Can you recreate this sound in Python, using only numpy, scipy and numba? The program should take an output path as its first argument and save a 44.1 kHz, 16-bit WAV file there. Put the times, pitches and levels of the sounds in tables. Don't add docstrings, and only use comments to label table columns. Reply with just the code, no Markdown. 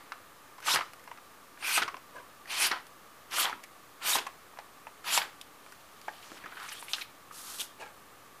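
import sys
import numpy as np
from scipy import signal
from scipy.fft import rfft, irfft
from scipy.io import wavfile
from scipy.ndimage import uniform_filter1d
from numba import njit

SR = 44100
rng = np.random.default_rng(int(sys.argv[2]) if len(sys.argv) > 2 else 0)


def invert_db(level):
    return 10 ** (np.asarray(level, dtype=float) / 20)


def transcribe(u):
    v = np.clip(np.atleast_2d(u).T, -1, 1)
    q = np.round(v * 32767).astype(np.int16)
    wavfile.write(sys.argv[1], SR, q)


N = 370440

# f/Hz, density/dB per Hz
HISS_SPECTRUM = [(12, -37), (20, -5), (32, -34), (54, -8), (298, -5.5), (491, -3.5), (580, -5), (931, -5),
                 (1160, -10.5), (1340, -7), (1720, -7), (1870, -10), (5230, -17.5), (14200, -18.5),
                 (15500, -17)]
# f/Hz, width/Hz, rms/dB
FAN_TONES = [(1170, 110, -59.5), (1757, 43, -75.5), (290, 24, -74.5)]
# t/s, rise/s, fall/s, peak/dB
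CREAKS = [
    (2.11, 0.056, 0.11, -50),
    (7.785, 0.026, 0.11, -43),
]
# f/Hz, width/Hz, level/dB
BOARD_MODES = [
    [(500, 33, 2), (640, 36, 4), (990, 29, 8), (1090, 23, 0), (1560, 30, -8), (2060, 33, -13),
     (3530, 73, -28), (7130, 34, -15), (8300, 30, -11), (8610, 46, -17)],
    [(540, 110, -0.5), (854, 30, 5), (1370, 17, -2), (1590, 45, -0.5), (2200, 31, -5), (2570, 18, -20),
     (2570, 38, -26), (4340, 39, -30)],
]
# t/s, peak/dB, f/Hz
THUDS = [(0.735, -44, 110), (4.15, -47, 120), (1.84, -53, 131), (0.739, -35, 364), (1.815, -35.5, 396),
         (1.936, -42, 365), (2.714, -37, 315), (3.528, -42.5, 268), (4.159, -35, 333), (4.264, -44, 480),
         (5.249, -51, 302), (6.08, -46, 473), (6.317, -40, 313), (6.442, -44.5, 252), (7.594, -45.5, 374),
         (7.797, -41, 474)]

# t/s, peak/dB, ring f/Hz, presence/dB, T60/s
FLAPS = [(0.746, -27, 1570, -23, 0.12), (0.759, -14.5, 1430, -1, 0.079), (0.789, -21.5, 1140, -23, 0.11),
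         (1.782, -19, 1300, -2, 0.049), (1.879, -26, 1100, -9, 0.06), (1.943, -27, 1060, -22, 0.05),
         (1.968, -34.5, 1090, -2.5, 0.092), (2.763, -39, 1270, -18, 0.08), (3.384, -19.5, 1240, -20, 0.11),
         (3.454, -18, 3260, -12, 0.028), (3.496, -27, 960, -8, 0.27), (3.528, -24, 1290, -19, 0.058),
         (5.176, -13, 890, 0, 0.069), (5.181, -21, 2270, -1, 0.06), (5.217, -27, 1540, -4, 0.2),
         (6.6, -34.5, 1230, -2, 0.44)]
# t/s, peak/dB, ring f/Hz, presence/dB
TAPS = [(0.12, -23.5, 1310, -20), (1.625, -35, 1500, -8), (5.043, -34.5, 1290, -12),
        (1.076, -35.5, 940, -6), (1.114, -30.5, 990, -16), (1.174, -41.5, 1230, -3),
        (1.574, -43, 1560, -18), (2.457, -39, 1760, -7), (4.572, -38.5, 990, -22), (4.588, -29.5, 860, -26),
        (4.869, -31, 904, -32), (6.079, -40, 890, -14), (6.082, -24.5, 820, -19), (6.523, -36, 1490, -21),
        (6.569, -37.5, 1500, -21), (6.883, -32.5, 2400, -20), (6.983, -30, 1500, -10),
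        (7.312, -39.5, 1140, -28)]
# t/s, peak/dB, ring f/Hz, presence/dB, treble/dB
TICKS = [(0.603, -39, 1310, -6, -15), (0.626, -40, 1550, -5, -15), (0.934, -36.5, 1230, -3, -11.5),
         (0.995, -46, 2000, -4, -14), (1.04, -47, 1730, -12, -6.5), (2.868, -48.5, 1170, 7, -3),
         (3.638, -36, 2070, -1, -6), (4.155, -27, 880, 3, -12), (5.413, -37, 3300, 2.5, -9.5),
         (5.663, -38, 1280, -11, -18), (5.722, -42.5, 1490, -3, -10), (6.015, -45, 1150, 6, -6),
         (6.317, -35, 1370, -8, -28), (6.686, -35, 2070, -8, -18), (6.228, -42, 2500, -6, -20),
         (6.767, -49, 3330, -5, -15), (6.791, -50, 3300, -19, -3), (6.826, -31.5, 940, -9, -23),
         (6.934, -19, 3200, 2, -22), (2.846, -56, 1200, -10, -14), (7.586, -38, 3600, 0, -5),
         (7.596, -33, 3300, 0, -5), (7.601, -29, 3170, 0, -9), (7.611, -30, 3400, -2, -9),
         (7.606, -30, 3220, -5, -4), (7.616, -28.5, 3240, -6, -7), (7.803, -52, 850, -13, -23)]
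# t/s, peak/dB, ring f/Hz, presence/dB, T60/s
RIPS = [(0.578, -39, 990, -9, 0.094), (0.676, -29, 1030, -15, 0.13), (1.815, -18.5, 1390, -7, 0.12),
        (6.435, -36.5, 1660, -15, 0.065), (6.455, -31.5, 1310, -13, 0.063), (6.714, -36, 1690, -2, 0.093),
        (7.011, -32, 3400, -8, 0.043), (2.711, -21.5, 1380, 0, 0.094), (0.804, -24.5, 1250, -20, 0.074),
        (1.773, -26, 1200, 0, 0.15), (1.878, -24.5, 1140, -11, 0.053), (4.181, -25.5, 920, 3.5, 0.07),
        (4.263, -26.5, 1020, -8, 0.064)]
# t/s, length/s, level/dB,
# centre f/Hz, width/Hz
BRUSHES = [(6.569, .014, -45, 1600, 900), (6.602, 0.077, -47, 1260, 500), (6.657, .04, -56, 7500, 6000),
           (6.687, .014, -45.5, 5800, 2500), (6.72, .022, -46.5, 10200, 3500),
           (6.72, 0.02, -47.5, 2800, 700), (6.766, 0.037, -52.5, 3360, 350), (6.792, .028, -49, 9400, 3000),
           (6.828, .03, -52, 10400, 5000), (6.887, 0.059, -49, 8500, 7000), (6.89, 0.037, -50, 3100, 1200),
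           (7.008, 0.02, -43.5, 3640, 900), (7.011, 0.016, -40, 2400, 500), (6.206, 0.2, -60.5, 5500, 4000),
           (7.453, 0.097, -56.5, 3550, 1600), (7.46, 0.064, -60, 1230, 250),
           (7.793, 0.043, -66, 4200, 1200), (3.328, 0.12, -44, 6000, 2500), (0.65, .03, -48, 8000, 6000),
           (5.216, .012, -38, 3380, 900), (6.936, .022, -37, 3500, 1800), (4.15, .016, -29, 900, 400),
           (4.152, .016, -31, 3000, 2500), (4.267, .009, -52, 9500, 6000), (2.495, .06, -41, 2300, 1500),
           (2.718, .03, -35, 1100, 700), (2.755, .03, -42, 950, 500), (3.44, .045, -37, 850, 400),
           (3.308, .02, -50, 3500, 4000), (3.632, .014, -52, 2000, 2500), (4.183, .016, -35, 2200, 2000),
           (7.309, .008, -46, 1170, 300), (2.14, .085, -55, 520, 160), (0.744, .03, -32, 1100, 500),
           (1.818, .022, -33, 2300, 2200), (4.534, .012, -52, 850, 400), (4.587, .006, -50, 3800, 3000),
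           (2.15, .07, -60, 2200, 900), (4.012, .015, -48, 1300, 900), (6.936, .015, -42, 1300, 700),
           (7.797, .03, -58, 6000, 6000), (0.12, .006, -46, 3800, 2500)]
# t/s, length/s, level/dB,
# start f/Hz, end f/Hz
GLIDES = [(0.71, .035, -31.5, 3400, 4400), (0.715, 0.034, -34, 5100, 6100), (0.675, 0.02, -30, 1580, 850),
          (1.725, 0.046, -35, 9100, 8200), (1.73, 0.03, -35.5, 3860, 5100), (5.12, .065, -36.5, 7240, 7700),
          (5.085, 0.037, -42.5, 2500, 2580), (7.798, .045, -52.5, 2900, 2120), (1.7, .03, -55, 1150, 1150),
          (2.155, 0.045, -48, 1640, 1530), (6.082, 0.011, -36, 1530, 1680), (2.597, .035, -36, 9800, 10100),
          (2.6, .057, -35, 2350, 2700), (2.635, .04, -39, 9100, 10000), (2.664, .014, -38, 12700, 12900),
          (2.635, .03, -37, 4400, 4800), (4.128, .022, -31, 3600, 3800), (4.1, .03, -38, 6800, 7000),
          (3.38, .04, -39, 11500, 11300), (2.15, .095, -55, 1060, 990), (7.805, .085, -56, 860, 840)]

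# t/s, effort/dB, rubbing over flexing/dB
HANDLING = [(5.6, -70, 1), (5.95, -70.5, 1), (6.14, -62, 0), (6.24, -57.5, -5.5), (6.38, -60, -6),
            (6.44, -58.5, -16), (6.58, -54, -7), (6.64, -50, -5.5), (6.76, -55, -0.5), (6.87, -58, -1),
            (6.93, -54, 0.5), (7.02, -52, 0), (7.06, -60, -1)]
# t/s, level/dB, fall/dB per s
SHIVERS = [
    (0.001, -56.5, 80),
    (0.761, -28.5, 328),
    (1.775, -27.5, 400),
    (2.709, -30.5, 265),
    (3.446, -29, 247),
    (4.165, -36.5, 197),
    (5.19, -37.5, 170),
]
# t/s, level/dB
SLIDE_LEVEL = [(7.3, -78), (7.328, -52), (7.395, -46), (7.425, -48), (7.544, -42.5), (7.578, -46.5),
               (7.613, -39), (7.655, -50), (7.72, -79)]
# f/Hz, density/dB per Hz
SLIDE_SPECTRUM = [(400, -24), (1180, -1), (2290, -10.5), (3720, -4.5), (4330, -4.5), (11300, -3.5),
                  (14400, -11), (15200, -13)]

# t/s, pressure/dB, strip resonance f/Hz
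CUTS = [
    [(0.62, -67, 2650), (0.678, -38, 2900), (0.726, -34, 3530), (0.746, -31.5, 3460), (0.79, -61, 2650)],
    [(1.585, -72, 2710), (1.647, -44, 2570), (1.749, -33.5, 2580), (1.777, -32, 2890), (1.795, -45.5, 2950),
     (1.82, -54, 2770)],
    [(2.47, -65, 2690), (2.512, -43, 2680), (2.562, -42, 2990), (2.624, -31.5, 2670), (2.674, -35.5, 3010),
     (2.692, -47, 3100), (2.71, -53, 2860)],
    [(3.295, -70, 2680), (3.327, -44.5, 2760), (3.401, -31, 2970), (3.437, -34.5, 3180), (3.463, -47, 3100),
     (3.49, -56, 2870)],
    [(4.0, -74, 2800), (4.022, -55.5, 2830), (4.066, -34.5, 2880), (4.106, -30, 3040), (4.136, -32.5, 3520),
     (4.154, -31.5, 3500), (4.205, -51.5, 2890)],
    [(5.03, -80, 2540), (5.046, -56, 2750), (5.076, -44.5, 2570), (5.138, -32.5, 3140), (5.18, -33.5, 3030),
     (5.208, -52, 2930), (5.23, -50, 3040)],
]
# body/dB, strip/dB
GRIP_CEILINGS = [(-35, -31), (-43, -38.5), (-37.5, -33), (-38.5, -32.5), (-37.5, -35.5), (-37, -28)]
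# f/Hz, width/Hz, level/dB
TAUT_MODES = [
    [(960, 39, 7), (1560, 80, -3), (4300, 39, -10), (5200, 45, -1), (5800, 160, -3), (7660, 57, 5)],
    [(1570, 36, 4), (2500, 130, 7), (4700, 80, -18), (5000, 73, -20), (8900, 88, -2), (9700, 79, -15)],
    [(2400, 98, 0.5), (4470, 140, -12), (4970, 110, -7), (9150, 71, -2), (10000, 46, -6), (12700, 46, -12)],
    [(1200, 170, -2.5), (2990, 40, -17), (3460, 62, -16), (8200, 140, -17), (9200, 44, -20),
     (11350, 52, -3)],
    [(2400, 20, -2), (3700, 40, -6), (4660, 30, -3), (6900, 56, -3), (8500, 260, -9), (11400, 78, -7)],
    [(2940, 26, -14), (4600, 37, -9), (6840, 110, -5), (7730, 110, -3), (10500, 37, -1), (11000, 44, -3)],
]
# f/Hz, density/dB per Hz
BODY_SPECTRUM = [(35, -76), (60, -34), (226, -16.5), (260, -15.5), (324, -10.5), (362, -10), (489, -14),
                 (904, 0.5), (1990, -1.5), (2600, -13.5), (3380, -33), (5720, -120)]
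# f/Hz, density/dB per Hz
STRIP_SPECTRUM = [(1600, -83), (2200, 2.5), (3000, 10.5), (4500, 5.5), (5500, -10), (7000, -17)]
# f/Hz, density/dB per Hz
FIBRE_SPECTRUM = [(4200, -4.5), (5500, 0), (7000, 0), (9000, -0.5), (12000, -3), (14000, -2), (16000, -18)]

HISS_RMS_DB = -55.5
CREAK_EDGE_DB = -17.5
ROOM_T60_S, ROOM_DB, ROOM_CUT_HZ = 0.34, -16.5, 7600
FLAP_TREBLE_DB, TAP_TREBLE_DB, RIP_TREBLE_DB = -37, -36, -31.5
TAP_T60_S, TICK_T60_S, RIP_RISE_S = 0.1, 0.056, 0.0058
BODY_FADES_HZ = 1500
GLIDE_WIDTH_SHARE = 0.07
BRUSH_EDGE_SHARE = 0.21
SHIVER_STRIP_DB, SHIVER_HISS_DB = -8, -37
LET_GO_S = 0.036
BODY_LEAD_DB, STRIP_LEAD_DB = 5, 3
SIDE_DB, SIDE_HISS_DB = -39, -37
DC_OFFSET, CUTOFF_HZ = -0.0006, 15050


def rms_one(x):
    return x / np.sqrt(np.mean(x ** 2) + 1e-20)


def coloured(x, spectrum):
    hz, level_db = np.transpose(spectrum)
    bins_hz = np.maximum(np.arange(N // 2 + 1) * SR / N, 1)
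    gain_db = np.interp(np.log(bins_hz), np.log(hz), level_db)
    return rms_one(irfft(rfft(x) * invert_db(gain_db), N))


def levels_db(tables):
    t, level_db = np.arange(N) / SR, np.full(N, -140.0)
    for rows in map(np.array, tables):
        inside = slice(int(rows[0, 0] * SR), int(rows[-1, 0] * SR))
        level_db[inside] = np.interp(t[inside], rows[:, 0], rows[:, 1])
    return level_db


def gains(level_db):
    return uniform_filter1d(invert_db(level_db), size=220)


def drift(rate_hz):
    hop, settle = 30, 1500
    r = np.exp(-2 * np.pi * rate_hz * hop / SR)
    draws = rng.standard_normal(N // hop + settle + 2)
    slow = signal.lfilter([1], [1, -2 * r, r * r], draws)[settle:]
    return np.interp(np.arange(N) / hop, np.arange(len(slow)), rms_one(slow))


def grains(per_s, spread_db):
    sizes = invert_db(spread_db * np.minimum(rng.exponential(1, N), 5))
    signs = rng.choice([-1, 1], N)
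    return sizes * signs * (rng.random(N) < per_s / SR)


@njit
def resonate(x, hz, width_hz, sr):
    out, r = np.zeros(len(x)), np.exp(-np.pi * width_hz / sr)
    for i in range(2, len(x)):
        drive = (1 - r * r) / 2 * (x[i] - x[i - 2])
        turn = 2 * r * np.cos(2 * np.pi * hz[i] / sr)
        out[i] = drive + turn * out[i - 1] - r * r * out[i - 2]
    return out


def ringing(x, hz, width_hz):
    return rms_one(resonate(x, hz + np.zeros(len(x)), width_hz, SR))


def bandpass(x, order, edges_hz):
    return signal.sosfilt(signal.butter(order, edges_hz, "band", fs=SR, output="sos"), x)


def background():
    air = rng.standard_normal(N)
    fan = sum(invert_db(level_db) * ringing(air, hz, width_hz) for hz, width_hz, level_db in FAN_TONES)
    hiss = coloured(rng.standard_normal(N), HISS_SPECTRUM)
    return invert_db(HISS_RMS_DB) * hiss + fan * invert_db(0.5 * drift(7.0))


def room(x):
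    t = np.arange(SR // 2) / SR
    tail = rng.standard_normal(len(t)) * invert_db(-60 * t / ROOM_T60_S) * (t > 0.004)
    tail = bandpass(tail, 1, [300, ROOM_CUT_HZ])
    tail = tail / np.sqrt(np.sum(tail ** 2))
    return invert_db(ROOM_DB) * signal.fftconvolve(x, tail)[:N]


def creaks():
    out = np.zeros(N)
    slips = grains(1500, spread_db=2.5)
    for (s, rise_s, fall_s, peak_db), modes in zip(CREAKS, BOARD_MODES):
        wood = np.zeros(N)
        for hz, width_hz, level_db in modes:
            waver = invert_db(level_db + 2.0 * drift(30))
            wood += waver * ringing(slips, hz + 15 * drift(2.8), 2 * width_hz)
        edge_db = peak_db + CREAK_EDGE_DB
        swell = [(s, edge_db), (s + rise_s, peak_db), (s + rise_s + fall_s, edge_db)]
        out += rms_one(wood) * gains(levels_db([swell]))
    return out


def thuds():
    out, t = np.zeros(N + SR), np.arange(SR // 4) / SR
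    for s, peak_db, hz in THUDS:
        puff = rng.standard_normal(len(t)) * invert_db(-60 * t / 0.22)
        knock = ringing(ringing(puff, hz, 1.2 * hz), hz, 1.2 * hz)
        start = round(s * SR)
        out[start:start + len(t)] += invert_db(peak_db) * knock / np.abs(knock).max()
    return out[:N]


def brushes():
    out = np.zeros(N)
    rows = [(s, long_s, db, hz, hz, width_hz) for s, long_s, db, hz, width_hz in BRUSHES]
    rows += [(*row, GLIDE_WIDTH_SHARE * row[3]) for row in GLIDES]
    spray = grains(14000, spread_db=2.0)
    for s, long_s, level_db, from_hz, to_hz, width_hz in rows:
        share = np.arange(round(long_s * SR)) / (long_s * SR)
        shape = np.minimum(np.minimum(2 * share, 1 - share) / BRUSH_EDGE_SHARE, 1)
        start = round(s * SR)
        span = slice(start, start + len(share))
        pitch_hz = from_hz + (to_hz - from_hz) * share
        once = ringing(spray[span], pitch_hz, 1.3 * width_hz)
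        out[span] += invert_db(level_db) * shape * ringing(once, pitch_hz, 1.3 * width_hz)
    return out


def all_snaps():
    flaps = [(*row[:4], FLAP_TREBLE_DB, row[4], 0) for row in FLAPS]
    taps = [(*row, TAP_TREBLE_DB, TAP_T60_S, 0) for row in TAPS]
    ticks = [(*row, TICK_T60_S, 0) for row in TICKS]
    rips = [(*row[:4], RIP_TREBLE_DB, row[4], RIP_RISE_S) for row in RIPS]
    return sorted(flaps + taps + ticks + rips)


def snaps():
    out, t = np.zeros(N + SR), np.arange(SR // 4) / SR
    for s, peak_db, hz, presence_db, treble_db, t60_s, rise_s in all_snaps():
        noise = rng.standard_normal((2, len(t)))
        fade_db = -60 * t / np.clip(t60_s, 0.005, 0.4)
        crackle = noise[0] * np.abs(noise[1]) * invert_db(fade_db)
        if rise_s:
            drive = crackle * np.minimum(t / rise_s, 1) ** 2
        else:
            burst = 1 + 1.2 * invert_db(-60 * t / 0.025)
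            drive = crackle * burst + 8.5 * (t == 0)
        ring = ringing(drive, hz, 0.16 * hz * max(1, hz / BODY_FADES_HZ))
        ring = ringing(ring, hz, 0.45 * hz)
        body = rms_one(bandpass(drive * invert_db(0.4 * fade_db), 3, [650, 2500]))
        low = 0.95 * ring + 0.75 * min(1, BODY_FADES_HZ / hz) ** 2 * body
        presence = bandpass(drive * invert_db(2.1 * fade_db), 3, [2500, 5500])
        treble = bandpass(drive * invert_db(0.28 * fade_db), 3, [5500, 12500])
        start = round(s * SR)
        for share_db, x in ((0, low), (presence_db - 0.5, presence), (treble_db + 10.0, treble)):
            out[start:start + len(t)] += invert_db(peak_db + share_db) * x / np.abs(x).max()
    return out[:N]


def patchy(x, patchy_db):
    edges_hz = np.geomspace(4000, 16500, 5)
    out = np.zeros(N)
    for k, pair in enumerate(zip(edges_hz, edges_hz[1:])):
        sign = (-1) ** k
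        out += sign * bandpass(x, 2, pair) * invert_db(patchy_db * drift(12.6))
    return rms_one(out)


def sheet(body_gain, strip_gain, hiss_gain, breaks, flutter_db, strip_ring):
    body = body_gain * coloured(breaks, BODY_SPECTRUM) * invert_db(flutter_db * drift(78))
    strip = rms_one(coloured(breaks, STRIP_SPECTRUM) + strip_ring)
    strip = strip_gain * strip * invert_db(flutter_db * drift(73))
    rubbed = breaks + 1.3 * rng.standard_normal(N)
    hiss = hiss_gain * patchy(coloured(rubbed, FIBRE_SPECTRUM), patchy_db=2.5)
    return (body + strip + hiss) * invert_db(0.67 * flutter_db * drift(20.0))


def handling():
    shiver = gains(levels_db([[(s, db), (s + 50 / fall, db - 53.5)] for s, db, fall in SHIVERS]))
    s, _, rub_db = np.transpose(HANDLING)
    rub_db = np.interp(np.arange(N) / SR, s, rub_db)
    effort = gains(levels_db([HANDLING]))
    body = shiver + effort * invert_db(-0.42 * rub_db - 2.5)
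    strip = shiver * invert_db(SHIVER_STRIP_DB) + effort * invert_db(0.41 * rub_db + 0.5)
    hiss = shiver * invert_db(SHIVER_HISS_DB) + effort * invert_db(rub_db)
    clumps = grains(1500 * invert_db(6.5 * drift(30)), spread_db=3.0)
    clumps = rms_one(clumps + 0.31 * rng.standard_normal(N))
    slide = coloured(grains(15000, spread_db=3.0), SLIDE_SPECTRUM) * invert_db(0.85 * drift(40))
    slide = slide * gains(levels_db([SLIDE_LEVEL]))
    return sheet(body, strip, hiss, clumps, flutter_db=1.7, strip_ring=0) + slide


def bending(breaks, pull):
    out = np.zeros(N)
    for cut, modes in zip(CUTS, TAUT_MODES):
        span = slice(int(cut[0][0] * SR), int(cut[-1][0] * SR))
        for hz, width_hz, level_db in modes:
            waver = invert_db(level_db - 12.5 + 3.5 * drift(16)[span]) * np.sqrt(width_hz / 150)
            pitch_hz = hz * (1 + 0.02 * drift(8)[span])
            out[span] += waver * ringing(breaks[span], pitch_hz, 2 * width_hz)
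    return out * pull


def cuts():
    t, rows = np.arange(N) / SR, np.vstack(CUTS)
    released = [[*cut, (cut[-1][0] + LET_GO_S, cut[-1][1] - 20, 0)] for cut in CUTS]
    hiss = gains(levels_db(released))
    which = np.maximum(np.searchsorted([cut[0][0] for cut in CUTS], t) - 1, 0)
    body_max_db, strip_max_db = np.transpose(GRIP_CEILINGS)
    body = 1 / np.hypot(1 / (hiss * invert_db(BODY_LEAD_DB)), invert_db(-body_max_db[which]))
    strip = 1 / np.hypot(1 / (hiss * invert_db(STRIP_LEAD_DB)), invert_db(-strip_max_db[which]))
    breaks = rms_one(grains(11000, spread_db=2.2))
    strip_hz = np.interp(t, rows[:, 0], rows[:, 2])
    strip_ring = 0.21 * ringing(breaks, strip_hz, width_hz=730)
    sliced = sheet(body, strip, hiss, breaks, flutter_db=2.0, strip_ring=strip_ring)
    return sliced + bending(breaks, strip + hiss)


def scene():
    paper = cuts() + handling() + snaps() + thuds() + brushes()
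    mono = paper + room(paper) + creaks() + background()
    return np.array([mono, mono])


def band_limit(x):
    return signal.sosfilt(signal.butter(12, 15640, fs=SR, output="sos"), x)


def record(dry):
    wobble = invert_db(SIDE_DB) * drift(200) + invert_db(SIDE_HISS_DB) * rng.standard_normal(N)
    wobble = wobble * invert_db(10 * drift(8.7))
    x = dry + dry[0] * wobble * np.array([[1], [-1]])
    top_cut = signal.ellip(12, 0.5, 80, CUTOFF_HZ, fs=SR, output="sos")
    mix = signal.sosfilt(top_cut, x) + DC_OFFSET
    return band_limit(mix)


dry = scene()
out = record(dry)
transcribe(out)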